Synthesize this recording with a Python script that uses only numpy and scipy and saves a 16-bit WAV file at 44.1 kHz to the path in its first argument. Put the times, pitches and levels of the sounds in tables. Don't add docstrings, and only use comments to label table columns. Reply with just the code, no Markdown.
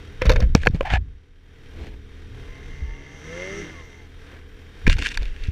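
import sys
import numpy as np
from scipy import signal
from scipy.fft import rfft, irfft, next_fast_len
from scipy.io import wavfile
from scipy.ndimage import map_coordinates

SR = 44100
rng = np.random.default_rng(int(sys.argv[2]) if len(sys.argv) > 2 else 0)


def decibels_to_gain(level_db):
    exponent = np.asarray(level_db, float) / 20
    return 10 ** exponent


def bounce(signal):
    frames = np.transpose(np.atleast_2d(signal))
    limited = np.clip(frames, -1, 1)
    pcm = np.round(limited * 32767).astype(np.int16)
    wavfile.write(sys.argv[1], SR, pcm)


N = 242991
TIME = np.arange(N) / SR
GRID = np.fft.rfftfreq(next_fast_len(N + SR // 2), 1 / SR)

# (centre [Hz], width [Hz], level [dB])
SHELL_MODES = [(1038, 150, -13), (1327, 110, -7.5), (1640, 185, 0), (2404, 268, -1), (2920, 410, -7),
               (3600, 220, -0.5), (4460, 160, 0.5), (5470, 1100, -7), (6950, 2100, -14),
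               (10000, 5000, -20.5)]


def unit(x):
    return x / np.sqrt(np.mean(x ** 2) + 1e-20)


def curves(rows, outside=None):
    seconds, *columns = np.transpose(rows)
    return [np.interp(TIME, seconds, column, outside, outside) for column in columns]


def wobble(rate):
    knots = rng.standard_normal(int(N * rate / SR) + 4)
    return map_coordinates(knots, [TIME * rate])


def filtered(x, response):
    size = 2 * (len(GRID) - 1)
    return irfft(rfft(x, size) * response, size)[:N]


def colour(points):
    hz, db = np.transpose(points)
    return decibels_to_gain(np.interp(np.log(GRID + 1), np.log(hz + 1), db, -120, -120))


def lifted(peaks):
    return decibels_to_gain(sum(db / (1 + (2 * (GRID - hz) / width) ** 2) for hz, width, db in peaks))


def modes(rows):
    total = 0
    for k, (hz, width, db) in enumerate(rows):
        damping = 1j * GRID * width
        total = total + (-1) ** k * decibels_to_gain(db) * damping / (hz * hz - GRID * GRID + damping)
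    return total


def tone(turns, rough_db):
    strength = np.sqrt(2) * decibels_to_gain(rough_db * wobble(14))
    drift = 0.16 * rough_db * wobble(13) + rng.uniform(0, 8.05)
    return strength * np.sin(2 * np.pi * turns + drift)


def puffs(turns, depth, response):
    sizes = decibels_to_gain(2.5 * rng.standard_normal(int(turns[-1]) + 2))
    burst = sizes[turns.astype(int)] * 3 * np.exp(-3 * (turns % 1))
    gate = 1 - depth + depth * burst
    return unit(filtered(gate * rng.standard_normal(N), response))


def pulses(turns, scatter_db, response):
    at = np.flatnonzero(np.diff(np.floor(turns)))
    train = np.zeros(N)
    train[at] = decibels_to_gain(scatter_db * rng.standard_normal(len(at)))
    t = TIME[:SR // 40]
    smear = rng.standard_normal(len(t)) * decibels_to_gain(-60 * t / .035)
    return unit(filtered(signal.fftconvolve(train, smear)[:N], response))


def idling():
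    # (time [s], exhaust [dB], clatter [dB])
    loudness = [(0, -38.5, -50.5), (.2, -42, -53.5), (1.0, -34.5, -49), (1.4, -43.5, -56), (1.7, -45, -58),
                (2.0, -41, -58), (2.4, -37.5, -51.5), (3.0, -42, -55), (3.6, -45, -48), (3.95, -46.5, -59),
                (4.2, -47.5, -58.5), (4.4, -46.5, -59), (4.7, -48.5, -60), (4.85, -53, -54.5),
                (5.51, -44.5, -61)]
    # (time [s], shaft turns a second [Hz])
    shaft_speed = [(0, 40.8), (1.5, 40), (2.6, 39.03), (3.5, 39.55), (4.1, 40.4), (5.51, 39.49)]
    # (multiple of shaft speed, level [dB])
    pipe_orders = [(1, -5.5), (2, 1.5), (3, -8), (4, -17.5), (5, -15), (6, -18.5), (7, -11.5), (8, -18),
                   (9, -33.5), (10, -16.5), (11, -13.5), (12, -16.5)]
    # (frequency [Hz], level per Hz [dB])
    clatter_colour = [(59, -38), (100, 2), (218, -5), (269, -4.5), (485, -3.5), (574, -15), (665, -14),
                      (971, -15.5), (2030, -12), (4240, -22), (15300, -46.5)]
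    # (centre [Hz], width [Hz], lift [dB])
    port_peaks = [(1595, 300, 4), (2104, 600, 1.5), (2860, 78, 1), (3200, 200, 7.5), (3700, 160, 7),
                  (5700, 420, 7.5), (9800, 300, 7)]
    exhaust_db, clatter_db = curves(loudness)
    turns = np.cumsum(curves(shaft_speed)[0] * (1 + 0.0075 * wobble(6))) / SR
    pipe = sum(decibels_to_gain(db) * tone(k * turns, rough_db=1.5) for k, db in pipe_orders)
    clatter = puffs(turns, 0.17, colour(clatter_colour) * lifted(port_peaks))
    clatter = clatter * decibels_to_gain(1.4 * wobble(7))
    return decibels_to_gain(exhaust_db) * unit(pipe) + decibels_to_gain(clatter_db + 6.5) * clatter


def camera_noise():
    whine = decibels_to_gain(-85 + 2.5 * wobble(45)) * tone(13906 * TIME, rough_db=-2.0)
    hiss_colour = colour([(2000, -14.5), (8000, 0.5), (15000, -10.5), (15300, -32)])
    hiss = unit(filtered(rng.standard_normal(N), hiss_colour))
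    return whine + decibels_to_gain(-80.5) * hiss


def shaking():
    # (time [s], sway [dB], judder [dB])
    unsteadiness = [(0.0, -45, -43), (0.17, -39.5, -43), (0.28, -17, -10.5), (0.9, -27.5, -27.5),
                    (0.93, -32, -9), (1.27, -49.5, -55.5), (1.96, -33.5, -35.5), (2.01, -40, -45),
                    (2.87, -32.5, -35.5), (3.13, -43.5, -48), (4.8, -42.5, -46), (4.88, -15.5, -7.5),
                    (5.09, -35, -38), (5.22, -16.5, -32), (5.37, -28, -46), (5.51, -22, -32)]
    # (time [s], level [dB], pitch [Hz], time to fall 60 dB [s], direction [sign])
    thumps = [(0.223, -17, 60.3, 0.061, 1), (0.256, 2.5, 70, 0.015, 1), (0.273, -3, 45.3, 0.087, -1),
              (0.297, -5.5, 40, 0.11, -1), (0.358, -8, 34.7, .1, -1), (0.426, -10, 55.9, 0.24, -1),
              (0.5508, 17.5, 183.6, 0.0088, 1), (0.572, -5.5, 60, 0.02, -1), (0.675, -7, 114, 0.031, -1),
              (0.699, -9.5, 97.6, 0.03, 1), (0.736, -10.5, 70.2, 0.035, -1), (.746, -15, 158, 0.061, 1),
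              (0.419, -26, 195.8, 0.16, 1), (0.934, -4.5, 66.3, 0.041, 1), (0.981, -22.5, 54.5, 0.29, 1),
              (1.8, -35, 62, 0.52, 1), (2.82, -22, 64.17, 0.26, -1), (2.893, -22.5, 39.8, 0.17, 1),
              (4.874, -0.5, 73, 0.025, -1), (4.8765, -3.5, 246, 0.013, -1), (4.887, -1.5, 21.6, 0.077, 1),
              (4.989, -20, 61, 0.12, -1), (5.212, -9, 33, 0.079, -1), (5.484, -10, 69.4, 0.054, -1)]
    sway_db, judder_db = curves(unsteadiness)
    sway_colour = colour([(10, -3), (27, 5), (45, -5.5), (65, -27.5)])
    judder_colour = colour([(45, -10), (62, -4), (105, -16), (150, -24), (400, -44.5)])
    sway = unit(filtered(rng.standard_normal(N), sway_colour))
    judder = unit(filtered(rng.standard_normal(N), judder_colour))
    pushes, t = np.zeros(N + SR), TIME[:SR // 2]
    for start, db, hz, t60, way in thumps:
        onset = 1 - np.exp(-(t * hz * 5) ** 2)
        swing = np.sin(2 * np.pi * hz * t) * decibels_to_gain(db - 60 * t / t60) * onset
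        pushes[round(start * SR):][:len(t)] += 1.64 * np.sign(way) * swing
    return decibels_to_gain(sway_db - 3) * sway + decibels_to_gain(judder_db - 8) * judder + pushes[:N]


def rubbing():
    # (time [s], scrape [dB], drumming of the wall over the scrape [dB])
    strokes = [
        [(.21, -39, -13), (.225, -22.5, 0), (.245, -45.5, 10), (.26, -30.5, -4), (.285, -42, 1),
         (.3, -28.5, 11.5), (.345, -49, 14), (.365, -30, 5), (.395, -55.5, 25), (.43, -35, -8), (.47, -56, 15)],
        [(.555, -34, 14), (.59, -52, -14), (.63, -39.5, -8), (.665, -46, -4), (.7, -74, 3), (.75, -48.5, 6),
         (.8, -65, -2), (.835, -41, 12.5)],
        [(.835, -61, -6), (.855, -30.5, 2), (.89, -33, -1.5), (.92, -24.5, -7), (.945, -22.5, -18),
         (.96, -30, -1), (.972, -25.5, 0.5), (.99, -70, -7)],
        [(1.68, -73, 13), (1.78, -54.5, 10), (1.85, -49.5, 5), (1.95, -62, 11)],
        [(4.25, -67, -9), (4.33, -49.5, 3.5), (4.5, -63, -16), (4.56, -66, 0)],
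        [(4.865, -21, -15), (4.89, -41.5, -12), (4.905, -24, -20), (4.935, -33, -36), (4.965, -52, -15),
         (4.99, -33, -4), (5.01, -34.5, -3.5), (5.055, -29.5, -19), (5.095, -39, -16), (5.165, -40, -22)],
        [(5.165, -49, -7), (5.25, -43.5, -3), (5.32, -52, -30), (5.4, -49.5, -27.5), (5.45, -44.5, -20),
         (5.51, -51, -18)],
    ]
    # (wall [Hz], wall width [Hz], shell peak [Hz], brightness [dB per octave])
    grips = [(501, 44, 1350, -3), (466, 370, 1300, 5.5), (780, 160, 1720, -1), (267, 250, 4200, 4),
             (300, 280, 1530, -9), (250, 150, 2780, 5), (249, 170, 2700, 3.5)]
    # (frequency [Hz], level per Hz [dB])
    scrape_colour = [(530, -36.5), (900, -13), (1180, -11), (1690, -1), (2480, -3), (3380, -10),
                     (3670, -14.5), (8440, -29.5), (14100, -61), (15500, -47)]
    grains = rng.standard_normal(N) * decibels_to_gain(2.2 * wobble(90) + 2.7 * wobble(500))
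    grains = grains * (1 + 9 * (rng.random(N) < 70 / SR))
    body = colour(scrape_colour) * np.abs(modes(SHELL_MODES)) ** 0.2
    out = np.zeros(N)
    for stroke, (wall_hz, width, peak_hz, bright_db) in zip(strokes, grips):
        scrape_db, drum_db = curves(stroke)
        peak = lifted([(peak_hz, 0.046 * peak_hz, 8)])
        tilt = decibels_to_gain(bright_db * np.log2(GRID / 2000 + .1))
        shell = unit(filtered(grains, body * peak * tilt))
        wall = unit(filtered(grains, modes([(wall_hz, width, 0)]) ** 1.41))
        fade_in = np.clip((TIME - stroke[0][0]) / 0.008, 0, 1)
        fade_out = np.clip((stroke[-1][0] - TIME) / 0.003, 0, 1)
        out += fade_in * fade_out * decibels_to_gain(scrape_db) * (shell + decibels_to_gain(drum_db) * wall)
    return out


def knocking():
    # (time [s], peak [dB], drum [dB], tick [dB], contact [s], drum pitch [Hz])
    knocks = [(0.2189, -8.5, -6, -13.5, 0.0086, 510), (0.254, -21, 1.5, -1.5, 0.037, 525),
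              (0.2654, -31, 9, 3, 0.026, 585), (0.294, -1, -12.5, -12, 0.021, 480),
              (0.3007, -6, -1.5, -12, 0.028, 496), (0.3164, -16, -4.5, -6, 0.017, 490),
              (0.3213, -14.5, -4, -7.5, 0.021, 567), (0.3344, -23, -1, -6, 0.015, 607),
              (0.3593, -15.5, -3, -9.5, 0.03, 486), (0.4027, -21, -2, -1.5, 0.029, 546),
              (0.4239, -16.5, -11, -17, 0.013, 680), (0.4352, -40.5, 9, -8, 0.013, 510),
              (0.5503, 7, -16, -16.5, 0.0065, 470), (0.561, -39, -4, 4, 0.013, 522),
              (0.6338, -13.5, -20, -26, 0.0075, 480), (0.6525, -17.5, -18.5, -17.5, 0.013, 630),
              (0.6613, -22.5, 6.5, -2.5, 0.0051, 760), (0.6701, 8, -15.5, -29, 0.0096, 485),
              (0.6866, -37.5, -8, -0.5, 0.0066, 541), (0.7088, -46, -5, 0.5, 0.014, 517),
              (0.7459, -32.5, -16, -9, 0.013, 575), (0.8087, -9, -1.5, -25, 0.0069, 543),
              (0.9366, -5.5, -8, -20.5, 0.015, 781), (4.8665, -3, -26, -22, 0.015, 482),
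              (4.877, -1.5, -16, -17, 0.0089, 492), (4.8972, -5, -21.5, -14.5, 0.0091, 595),
              (4.967, -22, -23, -15, 0.015, 813), (4.9836, -17.5, -17, -10.5, 0.02, 870),
              (5.023, -8, -33, -22, 0.011, 482), (5.0317, -19, -29, -8, 0.015, 495),
              (5.0591, -4.5, -50, -25, 0.017, 885), (5.0656, -13.5, -40, -16, 0.011, 820),
              (5.0878, -27, -26, 1, 0.013, 554), (5.1173, -34, -16, 0.5, 0.015, 961),
              (5.1436, -32, -16, 2.5, 0.014, 482), (5.173, -10.5, -22, -7, 0.01, 935),
              (5.2214, -30, -6, -8, 0.013, 485), (5.229, -26.5, -13, -7, 0.018, 703),
              (5.2547, -24.5, -18, -10, 0.0069, 511), (5.2806, -32, -15, -13, 0.014, 525),
              (5.2984, -42, -13, -9, 0.017, 509), (5.3504, -63, -26, -19, 0.015, 498),
              (5.4378, -36.5, -19, 1, 0.005, 487), (5.4716, -40, -11, -0.5, 0.012, 500)]
    force, walls, t = np.zeros((2, N + SR)), np.zeros(N + SR), TIME[:SR // 20]
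    for start, db, drum_db, tick_db, contact, drum_hz in knocks:
        at = round(start * SR)
        lasting = np.clip(contact, .001, .04) * np.array([[1], [.7]])
        onset = 1 - np.exp(-t / (0.037 * lasting))
        chatter = rng.standard_normal(len(t)) * decibels_to_gain(-60 * t / lasting) * onset
        chatter = chatter / np.linalg.norm(chatter, axis=1, keepdims=True)
        force[:, at:at + len(t)] += decibels_to_gain(db + np.array([[0], [tick_db]])) * chatter
        ring = np.sin(2 * np.pi * drum_hz * t) * decibels_to_gain(-60 * t / .03)
        ring += .4 * np.sin(2 * np.pi * 1.9 * drum_hz * t) * decibels_to_gain(-60 * t / .022)
        walls[at:][:len(t)] += decibels_to_gain(db + drum_db + 1.0) * ring
    soft = 1 / (1 + 1j * GRID / 4500) ** 2
    hard = 1 / (1 + 1j * GRID / 8500) ** 2
    shell = decibels_to_gain(24.5) * filtered(force[0], soft * modes(SHELL_MODES[:5]))
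    ticks = decibels_to_gain(31) * filtered(force[1], hard * modes(SHELL_MODES[5:]))
    return walls[:N] + shell + ticks


def passing():
    # (time [s], firing rate [Hz], firing multiples 1, 2, 3 [dB], bark [dB], hiss [dB])
    throttle = [(2.2, 92.55, -54, -62, -66, -64, -76), (2.3, 101.6, -43, -60, -86, -81, -88),
                (2.4, 121.6, -47, -61, -68, -62, -73), (2.5, 130, -56, -66, -53, -54, -70),
                (2.7, 135.1, -48, -65, -62, -54, -64), (3.0, 140.9, -50.5, -55, -65, -46, -65),
                (3.2, 147.3, -52.5, -59, -63, -53.5, -58), (3.3, 161.7, -44.5, -56, -40.5, -44, -54.5),
                (3.4, 178.8, -46, -43.5, -37.5, -39.5, -50.5), (3.5, 193.4, -51, -39, -44, -37.5, -51),
                (3.6, 205.5, -45, -36.5, -64, -40, -47.5), (3.66, 198.4, -70, -57, -68, -43, -56.5),
                (3.75, 175.6, -69, -56, -57, -48.5, -60.5), (3.9, 144.9, -73, -81, -57, -54.5, -63.5),
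                (4.1, 121.3, -75, -75, -76, -45, -61)]
    # (multiple of firing rate, level within the bark [dB])
    high_orders = [(1.5, -18), (2.5, -15.5), (4, -18.5), (5, -24), (5.5, -20), (6.5, -18), (8, -16)]
    # (frequency [Hz], level per Hz [dB])
    bark_colour = [(350, -40), (600, -2), (800, -8), (1200, -6.5), (1500, -11), (2400, -11), (3400, -10),
                   (4000, -16.5), (5000, -16), (7000, -52)]
    # (centre [Hz], width [Hz], lift [dB])
    cowl_peaks = [(1310, 150, 2), (1745, 220, 17), (2090, 246, 18.5), (2760, 160, 14.5), (3170, 200, 5)]
    # (frequency [Hz], level per Hz [dB])
    fan_colour = [(3500, -41), (5200, -18), (5600, -1), (6200, -1), (6800, -15), (7800, -19.5),
                  (10000, -30), (15300, -48)]
    # (time [s], pitch [Hz], level [dB])
    belt_hum = [(3.3, 124.6, -78), (3.4, 136, -58), (3.5, 152.4, -43.5), (3.6, 175.2, -41),
                (3.7, 161.2, -48), (3.85, 148.3, -61.5), (3.95, 140.3, -80)]
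    # (multiple of the hum pitch, level [dB])
    belt_orders = [(1, -4), (2, -2), (3, -13)]
    firing_hz, first_db, second_db, third_db, bark_db, hiss_db = curves(throttle)
    turns = np.cumsum(firing_hz) / SR
    low_db = [first_db, second_db, third_db]
    low = sum(decibels_to_gain(db) * tone(k * turns, rough_db=-0.1) for k, db in enumerate(low_db, 1))
    high = sum(decibels_to_gain(db) * tone(k * turns, rough_db=6.0) for k, db in high_orders)
    cowl = colour(bark_colour) * lifted(cowl_peaks)
    bark = .8 * pulses(turns / 2 + .006 * wobble(25), 2, cowl)
    bark += .6 * puffs(turns, .3, cowl)
    hiss = puffs(turns, 0.1, colour(fan_colour))
    belt_hz, belt_db = curves(belt_hum)
    belt_turns = np.cumsum(belt_hz) / SR
    belt = sum(decibels_to_gain(db) * tone(k * belt_turns, rough_db=2.5) for k, db in belt_orders)
    engine = low + decibels_to_gain(bark_db + wobble(12)) * (high + bark)
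    fade_in = np.clip((TIME - throttle[0][0]) / 0.14, 0, 1)
    fade_out = np.clip((throttle[-1][0] - TIME) / 0.17, 0, 1)
    return fade_in * fade_out * (engine + decibels_to_gain(hiss_db) * hiss + decibels_to_gain(belt_db) * belt)


def scene():
    # (time [s], gain [dB])
    gain_moves = [(0, -4), (.22, -0.5), (.3, 3), (.55, -10), (.7, -10), (1.0, -18), (1.15, -17), (1.5, -8),
                  (1.8, 3), (2.1, -4), (4.86, 2), (4.92, 2.5), (5.3, 1.5), (5.51, 2.5)]
    ducked = decibels_to_gain(curves(gain_moves)[0]) * (idling() + camera_noise())
    return (ducked + shaking() + rubbing() + knocking() + passing())[None]


def low_pass(x):
    return signal.sosfilt(signal.butter(12, 16430, fs=SR, output="sos"), x)


def record(dry):
    clipped = dry[0] / (1 + np.abs(dry[0]) ** 8) ** (1 / 8)
    top_hz = 15300
    mix = filtered(clipped, 1 / (1 + (GRID / top_hz) ** 60))[None]
    return low_pass(mix)


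dry = scene()
out = record(dry)
bounce(out)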